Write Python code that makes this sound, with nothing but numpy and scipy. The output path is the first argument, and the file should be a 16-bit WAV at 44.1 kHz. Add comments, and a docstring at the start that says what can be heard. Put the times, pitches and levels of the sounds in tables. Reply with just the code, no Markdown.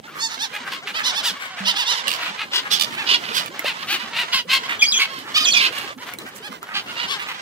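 """Gulls squabbling at the water's edge

Near gulls squawk one by one: pulses and bursts of air, coloured by throat and beak. A young one squeals
with both sides of its voice organ, two sines that mix. Many distant calls blur into a chorus.
Surf made of noise bands washes below, with ringing bubbles that plop and spit, beak snaps, drops and a
hollow knock. Two spaced microphones listen.
"""
import sys
import numpy as np
from scipy import signal
from scipy.fft import rfft, irfft
from scipy.io import wavfile
from scipy.ndimage import uniform_filter1d

SR = 44100
rng = np.random.default_rng(int(sys.argv[2]) if len(sys.argv) > 2 else 0)


def digitize_waveform(pressure):
    """Quantize a signal to 16-bit integers and store it at the path in sys.argv[1].

    Rows of a 2-D input are taken as channels; values are limited to [-1, 1].
    """
    field = np.atleast_2d(pressure).T
    bounded = np.clip(field, -1, 1)
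    quanta = np.round(bounded * 32767).astype(np.int16)
    wavfile.write(sys.argv[1], SR, quanta)


N = 326781   # length in samples


def from_db(db):
    """Turn a level in dB into a gain."""
    return 10 ** (np.asarray(db) / 20)


def rms_one(x):
    """Scale a sound to an rms level of 1."""
    return x / np.sqrt(np.mean(x ** 2) + 1e-20)


def at_hz(points, hz):
    """Read a curve between its points, on a logarithmic frequency axis."""
    point_hz, value = np.transpose(points)
    return np.interp(np.log(hz), np.log(point_hz), value)


def drift(rate_hz, size=N):
    """Slow random wandering with spread 1: noise through two equal one-pole low-passes."""
    r = np.exp(-2 * np.pi * rate_hz / SR)
    noise = rng.standard_normal(size + 8000)
    slow = signal.lfilter([1], [1, -2 * r, r * r], noise)[8000:]   # drop the filter's start-up
    return rms_one(slow - slow.mean())


def bandpass(x, order, low_hz, high_hz):
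    """Keep one band of frequencies."""
    return signal.sosfilt(signal.butter(order, [low_hz, high_hz], "band", fs=SR, output="sos"), x)


def highpass(x, order, hz):
    """Keep what lies above a frequency."""
    return signal.sosfilt(signal.butter(order, hz, "high", fs=SR, output="sos"), x)


def add(out, x, start_s, late_ms, pan_db):
    """Mix a sound in; the left microphone hears it late_ms later and pan_db softer than the right."""
    for side, sign in enumerate((1, -1)):
        delay_ms = (1 + sign) / 2 * late_ms
        i = int(max(start_s * SR + delay_ms * SR / 1000, 0))
        out[side, i:i + len(x)] += from_db(-sign * pan_db / 2) * x[:N - i]


def squawk(rise_s, fall_s, pitch, rough, beak_hz, throat_db, high_db, throb):
    """Membrane pulses, unsteady and mixed with bursts of air when rough, coloured by throat and open beak."""
    t = np.arange(int((rise_s + fall_s) * SR) + 2) / SR
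    size = len(t)
    rough = np.clip(rough, 0, 1)

    arch = np.interp(t, [.012, rise_s, rise_s + fall_s - .012], pitch)
    hz = uniform_filter1d(arch, 300, mode="nearest") * (1 + .038 * rough * drift(200, size=size))
    phase = 2 * np.pi * np.cumsum(hz) / SR
    order = np.arange(1, int(15000 // max(pitch)))[:, None]
    pulses = np.cos(order * phase + 0.124 * order ** 2).sum(0)
    # alternating strong and weak cycles add tones halfway between the harmonics
    pulses *= 1 + rough * drift(40, size=size) * np.cos(phase / 2)
    rasp = rms_one(rng.standard_normal(size) * (1 + np.cos(phase)))   # one air burst per cycle
    air_share = .05 + .6 * rough ** 3
    source = np.sqrt(1 - air_share) * rms_one(pulses) + np.sqrt(air_share) * rasp

    f = np.fft.rfftfreq(size, 1 / SR) + 1
    width_octaves = np.where(f > beak_hz, .4, .42)
    beak = 1 / (1 + (np.log2(f / beak_hz) / width_octaves) ** 2) ** 2
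    beak += 0.48 / (1 + ((f - 1.527 * beak_hz) / 700) ** 2)   # second resonance of the gape
    throat = from_db(throat_db) / (1 + (600 / f) ** 8) / (1 + ((f - 1500) / 600) ** 2)
    hiss = from_db(high_db - 3.5) / (1 + (5000 / f) ** 4) / (1 + f / 8000)
    body = irfft(rfft(source) * (beak + throat), size)
    edge = irfft((0.63 * rfft(source) + 0.66 * rfft(rasp)) * hiss, size)

    effort = np.interp(t, [0, rise_s, rise_s + fall_s], [.03, 1, .03])
    swell = np.sin(np.pi / 2 * effort) ** 1.414
    voice = rms_one(body + edge * swell ** 0.52)   # brightest at full effort
    # a rattle of about 86 Hz chops the voice into bursts, then dies away
    rattle = np.cos(2 * np.pi * 86 * (t - rise_s) + 0.71 * drift(21, size=size))
    beat = np.exp(throb * np.exp(-t / 0.12) * (rattle - 1))
    return voice * swell * beat * from_db(2.5 * rough * drift(90, size=size))


def near_gulls():
    """Single squawks; birds to the right reach the left microphone late and softer."""
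    # one near squawk per row: start/s, loudest moment/s, end/s, top pitch f/Hz, pitch arch/share of top,
    # level/dB, roughness (held to 0-1), beak resonance f/Hz, setting of the high hiss/dB, left ear late/ms
    squawks = [(0.064, 0.098, .12, 1400, 0, -39, 0.85, 1530, -14, -0.091),
               (0.148, .184, .21, 1187, 0, -32.5, 1, 1290, -7, 0.15),
               (0.192, 0.246, .28, 924, 0.083, -22, 0, 4400, -17, .21),
               (0.292, .313, .39, 906, 0.015, -31, 1.2, 3900, -13, 0.2),
               (0.389, 0.435, .465, 937, 0.21, -23.5, .15, 3700, -11.5, 0.2),
               (0.534, 0.55, .588, 862, 0.075, -28, 0.62, 2300, -11, -0.0076),
               (0.646, 0.679, .705, 805, .03, -31, 0.96, 1660, -14, 0),
               (0.709, 0.73, .775, 1085, 0, -28.5, 1.1, 2920, -12, 0),
               (0.861, 0.883, .924, 867, .09, -28, 1.1, 2500, -11.5, 0.022),
               (.942, 0.971, 1.005, 675, 0.14, -24, 0.07, 3000, -18, 0.23),
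               (0.984, 0.996, 1.03, 872, .05, -25, 1.07, 1750, -15, 0.2),
               (1.04, 1.068, 1.122, 1055, 0.2, -18, 0.42, 3620, -13.5, 0.21),
               (1.142, 1.182, 1.217, 917, 0.19, -22, 0.2, 3400, -11, .22),
               (1.231, 1.267, 1.318, 995, 0.3, -19.5, .4, 3320, -3, 0.043),
               (1.381, 1.427, 1.5, 777, 0.083, -31.5, 0.9, 2100, -8, -0.24),
               (1.567, 1.6, 1.626, 900, 0.17, -30, .6, 2140, -8, -0.046),
               (1.652, 1.688, 1.726, 1041, 0.19, -16.5, 0.54, 3240, -15, 0.22),
               (1.751, 1.798, 1.85, 988, 0.24, -20, 0.48, 3240, -13.5, 0.22),
               (1.857, 1.91, 1.95, 1036, 0.19, -18, 0.37, 3500, -15.5, 0.22),
               (1.939, 1.962, 2.03, 1083, 0.25, -26, 0.42, 3370, -12, 0.26),
               (2.075, 2.083, 2.192, 1172, .02, -17.5, 1.1, 2980, -7, 0.38),
               (2.182, 2.238, 2.315, 1002, .11, -26.5, 1, 2560, -14, 0.075),
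               (2.38, 2.413, 2.45, 897, 0.11, -25.5, 0.82, 2560, -23, 0),
               (2.524, 2.56, 2.602, 1001, 0.057, -17, 1.1, 3200, -15, -0.13),
               (2.631, 2.668, 2.7, 830, 0.0043, -33, 1.1, 1680, -20, -0.24),
               (2.711, 2.731, 2.779, 857, 0.057, -16, 0.83, 3450, -11, 0.36),
               (2.791, 2.812, 2.857, 1199, 0.034, -12.5, 0.67, 3230, -6, .46),
               (2.918, 2.948, 2.97, 885, 0, -31.5, 0.96, 2510, -9, 0.2),
               (2.974, 2.993, 3.04, 924, 0.18, -24, 0.4, 2290, -21, 0.17),
               (3.064, 3.128, 3.169, 1014, 0.063, -14, 0.97, 3000, -32, 0.27),
               (3.196, 3.308, 3.33, 999, 0.014, -30, 1.05, 2880, -19, 0.29),
               (3.335, 3.362, 3.428, 1077, 0.14, -21, 0.83, 3200, -6.5, .36),
               (3.647, 3.677, 3.725, 1085, 0.26, -20.5, 0.64, 2620, -15, 0),
               (3.761, 3.818, 3.849, 1102, 0.038, -33, 0.9, 2880, -14, 0.3),
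               (3.879, 3.929, 3.977, 868, 0.22, -19, 0.71, 2720, -8.5, -0.069),
               (3.991, 4.005, 4.06, 992, 0.032, -30, 0.77, 2810, -17, 0.31),
               (4.129, 4.208, 4.245, 985, 0.098, -20.5, 0.78, 2570, -17.5, 0),
               (4.327, 4.345, 4.418, 1075, 0.11, -16.5, 0.66, 3000, -14.5, .06),
               (4.495, 4.542, 4.583, 1096, .07, -13, 0.72, 2710, -14.5, 0),
               (4.612, 4.659, 4.68, 1087, 0.07, -32, .77, 3200, -14, 0.078),
               (4.686, 4.712, 4.77, 927, .02, -23.5, 1.1, 2100, -20, 0.22),
               (4.99, 5.011, 5.062, 1113, .06, -17, 1.06, 2720, -16, .1),
               (5.07, 5.119, 5.26, 1096, 0.11, -33, .5, 3040, -17.5, 0.296),
               (5.349, 5.371, 5.395, 1275, 0.12, -12, 0.53, 3080, -15.5, .15),
               (5.389, 5.419, 5.445, 1242, 0.013, -19.5, 0.56, 3260, -15, 0.16),
               (5.536, 5.57, 5.61, 1145, .04, -18.5, 1, 3520, -24, .27),
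               (5.597, 5.631, 5.69, 1066, 0.036, -16, 0.8, 2780, -20, 0.3),
               (5.244, 5.267, 5.3, 898, .05, -35, .8, 1500, -22, 0.14),
               (5.718, 5.75, 5.908, 1135, 0.046, -29.5, 0.93, 2670, -9.5, .29),
               (6.064, 6.067, 6.15, 798, 0, -37.5, 1.1, 2110, 0, 0.072),
               (6.255, 6.285, 6.31, 776, 0, -38.5, 0.65, 1670, -1, 0.38),
               (6.345, 6.368, 6.39, 793, 0, -42.5, 1.1, 1500, 19, 0.27),
               (6.417, 6.466, 6.49, 869, .16, -33, 0, 3060, -7, 0.21),
               (6.657, 6.728, 6.745, 650, 0.12, -33.5, 0.93, 1400, -21, 0.14),
               (6.741, 6.765, 6.815, 830, 0.087, -23, 0.88, 2880, -24, 0.12),
               (6.867, 6.9, 6.925, 1420, 0.035, -33, 0.85, 2800, -14, 0.078),
               (6.944, 7.028, 7.07, 1008, .12, -25.5, 0.71, 2850, -24, 0.25),
               (7.076, 7.112, 7.175, 1174, 0.18, -24, 0.6, 3170, -12, -0.22),
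               (7.188, 7.208, 7.259, 1150, 0.0082, -29.5, 1.1, 2300, -14, 0.2),
               (7.265, 7.286, 7.381, 810, 0.011, -30.5, 1.1, 2500, -12, 0.14)]
    # moments inside the squawks that a rattle breaks up: t/s
    rattling_s = [2.09, 2.81]
    out = np.zeros((2, N))
    for start, top, end, top_hz, arch, level_db, rough, beak_hz, high_db, late_ms in squawks:
        throb = 2.4 * any(start < s < end for s in rattling_s)
        # the pitch climbs to its top, then sinks by 0.9 of that climb
        pitch = top_hz * (1 - np.clip(arch, 0, .5) * np.array([1, 0, .9]))
        throat_db = -6.5 - 0.66 * (level_db + 19)   # louder calls have a smaller share of throat
        call = squawk(top - start + 0.00932, end - top + 0.0084, pitch, rough, beak_hz,
                      throat_db, high_db, throb)
        add(out, from_db(level_db) * call, start - .01, late_ms, -.5 + 22 * late_ms)
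    return out


def yelp(start, climb_s, hold_s, start_hz, top_hz, before_db, after_db):
    """Points (s, Hz, dB) of a high note: a climb, a break down to one pitch, a sagging and fading hold."""
    break_s, landing_hz, sag_hz_per_s, fade_db = 0.013, 3343, 2500, -3
    top_s = start + climb_s
    landed = top_s + break_s
    return [(start, start_hz, before_db), (top_s, top_hz, before_db), (landed, landing_hz, after_db),
            (landed + hold_s, landing_hz - sag_hz_per_s * hold_s, after_db + fade_db)]


def pipe(start, swell_s, fade_s, start_hz, level_db):
    """Points (s, Hz, dB) of a low note: a swell and fade on a sagging pitch."""
    sag_hz_per_s, edge_db = 3030, -6.5
    return [(start + s, start_hz - sag_hz_per_s * s, level_db + db)
            for s, db in ((0, edge_db), (swell_s, 0), (swell_s + fade_s, edge_db))]


def whistle(notes):
    """One membrane: an unsteady, fluttering sine along each note."""
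    out = np.zeros(N)
    for note in notes:
        s, hz, db = np.transpose(note)
        i = np.arange(int(s[0] * SR), int(s[-1] * SR))
        unsteady_hz = np.interp(i / SR, s, hz) * (1 + 0.026 * drift(260, size=len(i)))
        phase = 2 * np.pi * np.cumsum(unsteady_hz) / SR
        level = from_db(np.interp(i / SR, s, db) + 3.15 * drift(74, size=len(i)))
        out[i] += np.sqrt(2) * level * np.sin(phase) * signal.windows.tukey(len(i), .15)
    return out


def young_gull():
    """Two voices share one windpipe: squaring their sum gives octaves and the sum tone; air rasps along."""
    # high voice: start/s, climb time/s, hold time/s, start f/Hz, top f/Hz,
    # level before the break/dB, level after it/dB
    yelps = [(4.79, 0.012, 0.047, 3216, 3350, -28.5, -20), (4.855, 0.058, 0.069, 4490, 5180, -22.5, -17.5),
             (5.43, .013, 0.056, 5040, 4950, -26, -15.5), (5.506, .02, 0.0175, 4360, 4450, -23, -16)]
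    # low voice: start/s, swell time/s, fade time/s, start f/Hz, level/dB
    pipes = [(4.818, 0.013, .016, 2403, -9), (4.932, 0.012, 0.038, 2520, -27.5),
             (4.995, 0.026, .011, 2335, -18), (5.46, 0.015, 0.025, 2564, -18.5),
             (5.535, 0.032, .052, 2527, -17)]
    both = whistle([yelp(*row) for row in yelps]) + whistle([pipe(*row) for row in pipes])
    size = uniform_filter1d(np.abs(both), 200) + 0.0059   # running loudness, kept above zero
    mixed = bandpass(both ** 2 / size, 3, 4200, 7500)
    air = bandpass(rng.standard_normal(N), 1, 1500, 7000)
    voice = both + 0.52 * mixed + 0.23 * (size - .005) * air

    out, split = np.zeros((2, N)), int(5.2 * SR)
    add(out, voice[:split], 0, .08, 0.3)   # it shifts sideways between its two bouts
    add(out, voice[split:], split / SR, .24, 4.5)
    return out


def ring(hz, t60):
    """A struck body: one sine that dies away by 60 dB in t60 seconds."""
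    t = np.arange(int(t60 * SR)) / SR
    return np.sin(2 * np.pi * hz * t) * from_db(-60 * t / t60) * np.minimum(t * hz / 0.93, 1)


def small_hits():
    """Snaps a little to the right, a crack of noise with a brief ring; and a hollow knock in the middle."""
    # beak snaps and drops: t/s, level/dB, ring f/Hz
    snaps = [(3.46, -20, 2420), (3.593, -11.5, 2110), (3.6446, -10.5, 590), (5.1892, -28.5, 3300),
             (5.7854, -20.5, 3310), (6.137, -19, 2250), (6.1866, -23, 3950), (6.5266, -23, 1190),
             (6.629, -20, 1330)]
    # hollow knock: t/s, f/Hz, level/dB, time to die away by 60 dB/s
    knocks = [(1.602, 194, -28.5, 0.36)]
    out = np.zeros((2, N))
    for s, level_db, hz in snaps:
        snap = ring(hz, 0.02)
        t = np.arange(len(snap)) / SR
        snap += hz / 4000 * rng.standard_normal(len(snap)) * from_db(-60 * t / 0.0087)
        add(out, from_db(level_db) * snap, s, .2, 4.0)
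    for s, hz, level_db, t60 in knocks:
        add(out, from_db(level_db) * ring(hz, t60), s, 0, 0)
    return out


def wet_sand(x, echo_db=-6.0, spread_s=0.018):
    """Scattered early echoes off sand, water and wings, different ones at each microphone."""
    t = np.arange(int(.15 * SR)) / SR
    chosen = rng.random((2, len(t))) < .08
    taps = rng.standard_normal((2, len(t))) * chosen * np.exp(-t / spread_s) * (t > .001)
    taps *= from_db(echo_db) / np.sqrt(np.sum(taps ** 2, 1, keepdims=True))
    return x + signal.fftconvolve(x, taps, axes=1)[:, :N]


def far_flock(chorus_db, count=360):
    """Many distant calls at random moments and bearings, dulled to one colour and evened in level."""
    # colour of the far chorus: f/Hz, level per Hz/dB
    chorus = [(290, -23), (500, -3), (637, -8), (1080, -2), (2290, -5), (2530, -10), (2960, -5),
              (6900, -20.5), (9000, -27), (11700, -92), (19800, -120)]
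    out = np.zeros((2, N))
    for when, pitch, length, rough, size, bearing in rng.random((count, 6)):
        hz = 650 + 700 * pitch
        arch_hz = [(.8 + .15 * rough) * hz, hz, (.8 + .2 * size) * hz]
        call = squawk(.025 + .03 * length, .03 + .04 * length, arch_hz, .6 + .4 * rough, 2000, 7.5, -20, 0)
        add(out, from_db(12 * size) * call, when * N / SR, .7 * bearing - .2, 10 * bearing - 3)
    f = np.fft.rfftfreq(N, 1 / SR) + 1
    spec = rfft(out)
    flat = np.sqrt(uniform_filter1d(np.mean(np.abs(spec) ** 2, 0), 2500)) + 1e-9
    out = irfft(spec / flat * from_db(at_hz(chorus, f)), N)
    even = np.sqrt(uniform_filter1d(np.mean(out ** 2, 0), 3000))   # no single far call stands out
    return from_db(chorus_db) * out / even


def surf(wash_db, patchy_db=2.5):
    """Half-octave bands of stereo noise, each flickering on its own and all lifted by small waves."""
    # colour of the surf: f/Hz, level/dB
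    wash = [(25, -42), (90, -10), (210, 0), (450, -4), (900, -9), (2000, -16), (5000, -22), (9000, -25),
            (16000, -26)]
    # how alike left and right are: f/Hz, likeness (1 = the same)
    likeness = [(60, 1), (240, 0.65), (950, 0.16), (3770, 1), (15000, 0.3)]
    out, edges = 0, 25 * 2 ** np.arange(0, 9.6, .5)
    white = rng.standard_normal((2, 2, N))
    sloshing = drift(5)   # small waves lift all bands together
    for k, (low, high) in enumerate(zip(edges, edges[1:])):
        mid, side = bandpass(white[k % 2], 2, low, high)
        hz = np.sqrt(low * high)
        alike = np.clip(at_hz(likeness, hz), -1, 1)
        gain = from_db(at_hz(wash, hz) + patchy_db * (drift(10) + .8 * sloshing))
        out = out + gain * (np.sqrt(1 + alike) * mid + np.sqrt(1 - alike) * side * [[1], [-1]])
    return from_db(wash_db) * rms_one(out)


def bubbles(wash_db, per_s, over_db, low_hz, high_hz, cycles):
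    """Random bubbles that ring a few cycles with rising pitch, at random bearings, following the surf."""
    out = np.zeros((2, N))
    for when, pitch, size, bearing in rng.random((400, 4))[:int(per_s * N / SR)]:
        hz = low_hz * (high_hz / low_hz) ** pitch
        turns = np.arange(int(cycles / hz * SR)) * hz / SR
        rising = np.sin(2 * np.pi * turns * (1 + 0.14 * turns / cycles))
        blip = rising * from_db(-40 * turns / cycles) * np.minimum(turns / 3.1, 1)
        level = from_db(over_db + 14 * (size - .5))
        add(out, level * blip, when * N / SR, .7 * bearing - .2, 10 * bearing - 3)
    return from_db(wash_db) * out


def scene():
    """All sources at the two microphones."""
    # far flock swelling and falling quiet: t/s, level/dB
    flock_swell = [(0.0, -41), (0.31, -40), (0.76, -34), (0.91, -37.5), (1.14, -29), (1.51, -36),
                   (1.83, -31), (2.25, -30.5), (2.45, -39), (2.89, -32.5), (3.65, -35), (4.64, -32),
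                   (5.2, -38), (5.59, -31), (6.27, -38.5), (6.73, -42.5), (6.93, -35.5), (7.41, -33)]
    # surf coming and going: t/s, level/dB
    swash = [(0.0, -46), (0.31, -48.5), (0.72, -45), (1.61, -49.5), (2.41, -47.5), (3.03, -40.5),
             (5.18, -45), (5.59, -37.5), (6.17, -43.5), (7.18, -45), (7.41, -50)]
    t = np.arange(N) / SR
    birds = wet_sand(near_gulls() + young_gull() + small_hits())
    chorus_db = np.interp(t, *np.transpose(flock_swell)) + 1.5 * drift(7.2)   # the level wavers
    wash_db = np.interp(t, *np.transpose(swash))
    # plops from feet and small waves, then drops of spray
    plops = bubbles(wash_db, per_s=16, over_db=10, low_hz=170.3, high_hz=644, cycles=17.4)
    drops = bubbles(wash_db, per_s=40, over_db=8.0, low_hz=5000, high_hz=13000, cycles=12.0)
    return birds + far_flock(chorus_db) + surf(wash_db) + plops + drops


def suppress(x, knee_db, slope):
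    """Noise suppressor: what lies above 300 Hz is turned down whenever its level sinks under the knee."""
    upper = highpass(x, 2, 300)
    level_db = 10 * np.log10(uniform_filter1d(np.mean(upper ** 2, 0), 900) + 1e-12)
    cut_db = uniform_filter1d(np.clip(slope * (level_db - knee_db), -9, 0), 500)
    return x - upper * (1 - from_db(cut_db))


def record(dry):
    """The right microphone is brighter; quiet moments are suppressed, peaks rounded, deep bass and top cut."""
    treble = highpass(dry, 1, 6000)
    tilted = dry + treble * [[-.25], [.25]]
    quieted = suppress(tilted, knee_db=-34.0, slope=.35)
    rounded = .95 * np.tanh(quieted / .95)
    thin = highpass(rounded, 3, 70)
    # steep low-pass: 85 dB down from 16300 Hz upward
    return signal.sosfilt(signal.cheby2(22, 85, 16300, fs=SR, output="sos"), thin)


dry = scene()
out = record(dry)
digitize_waveform(out)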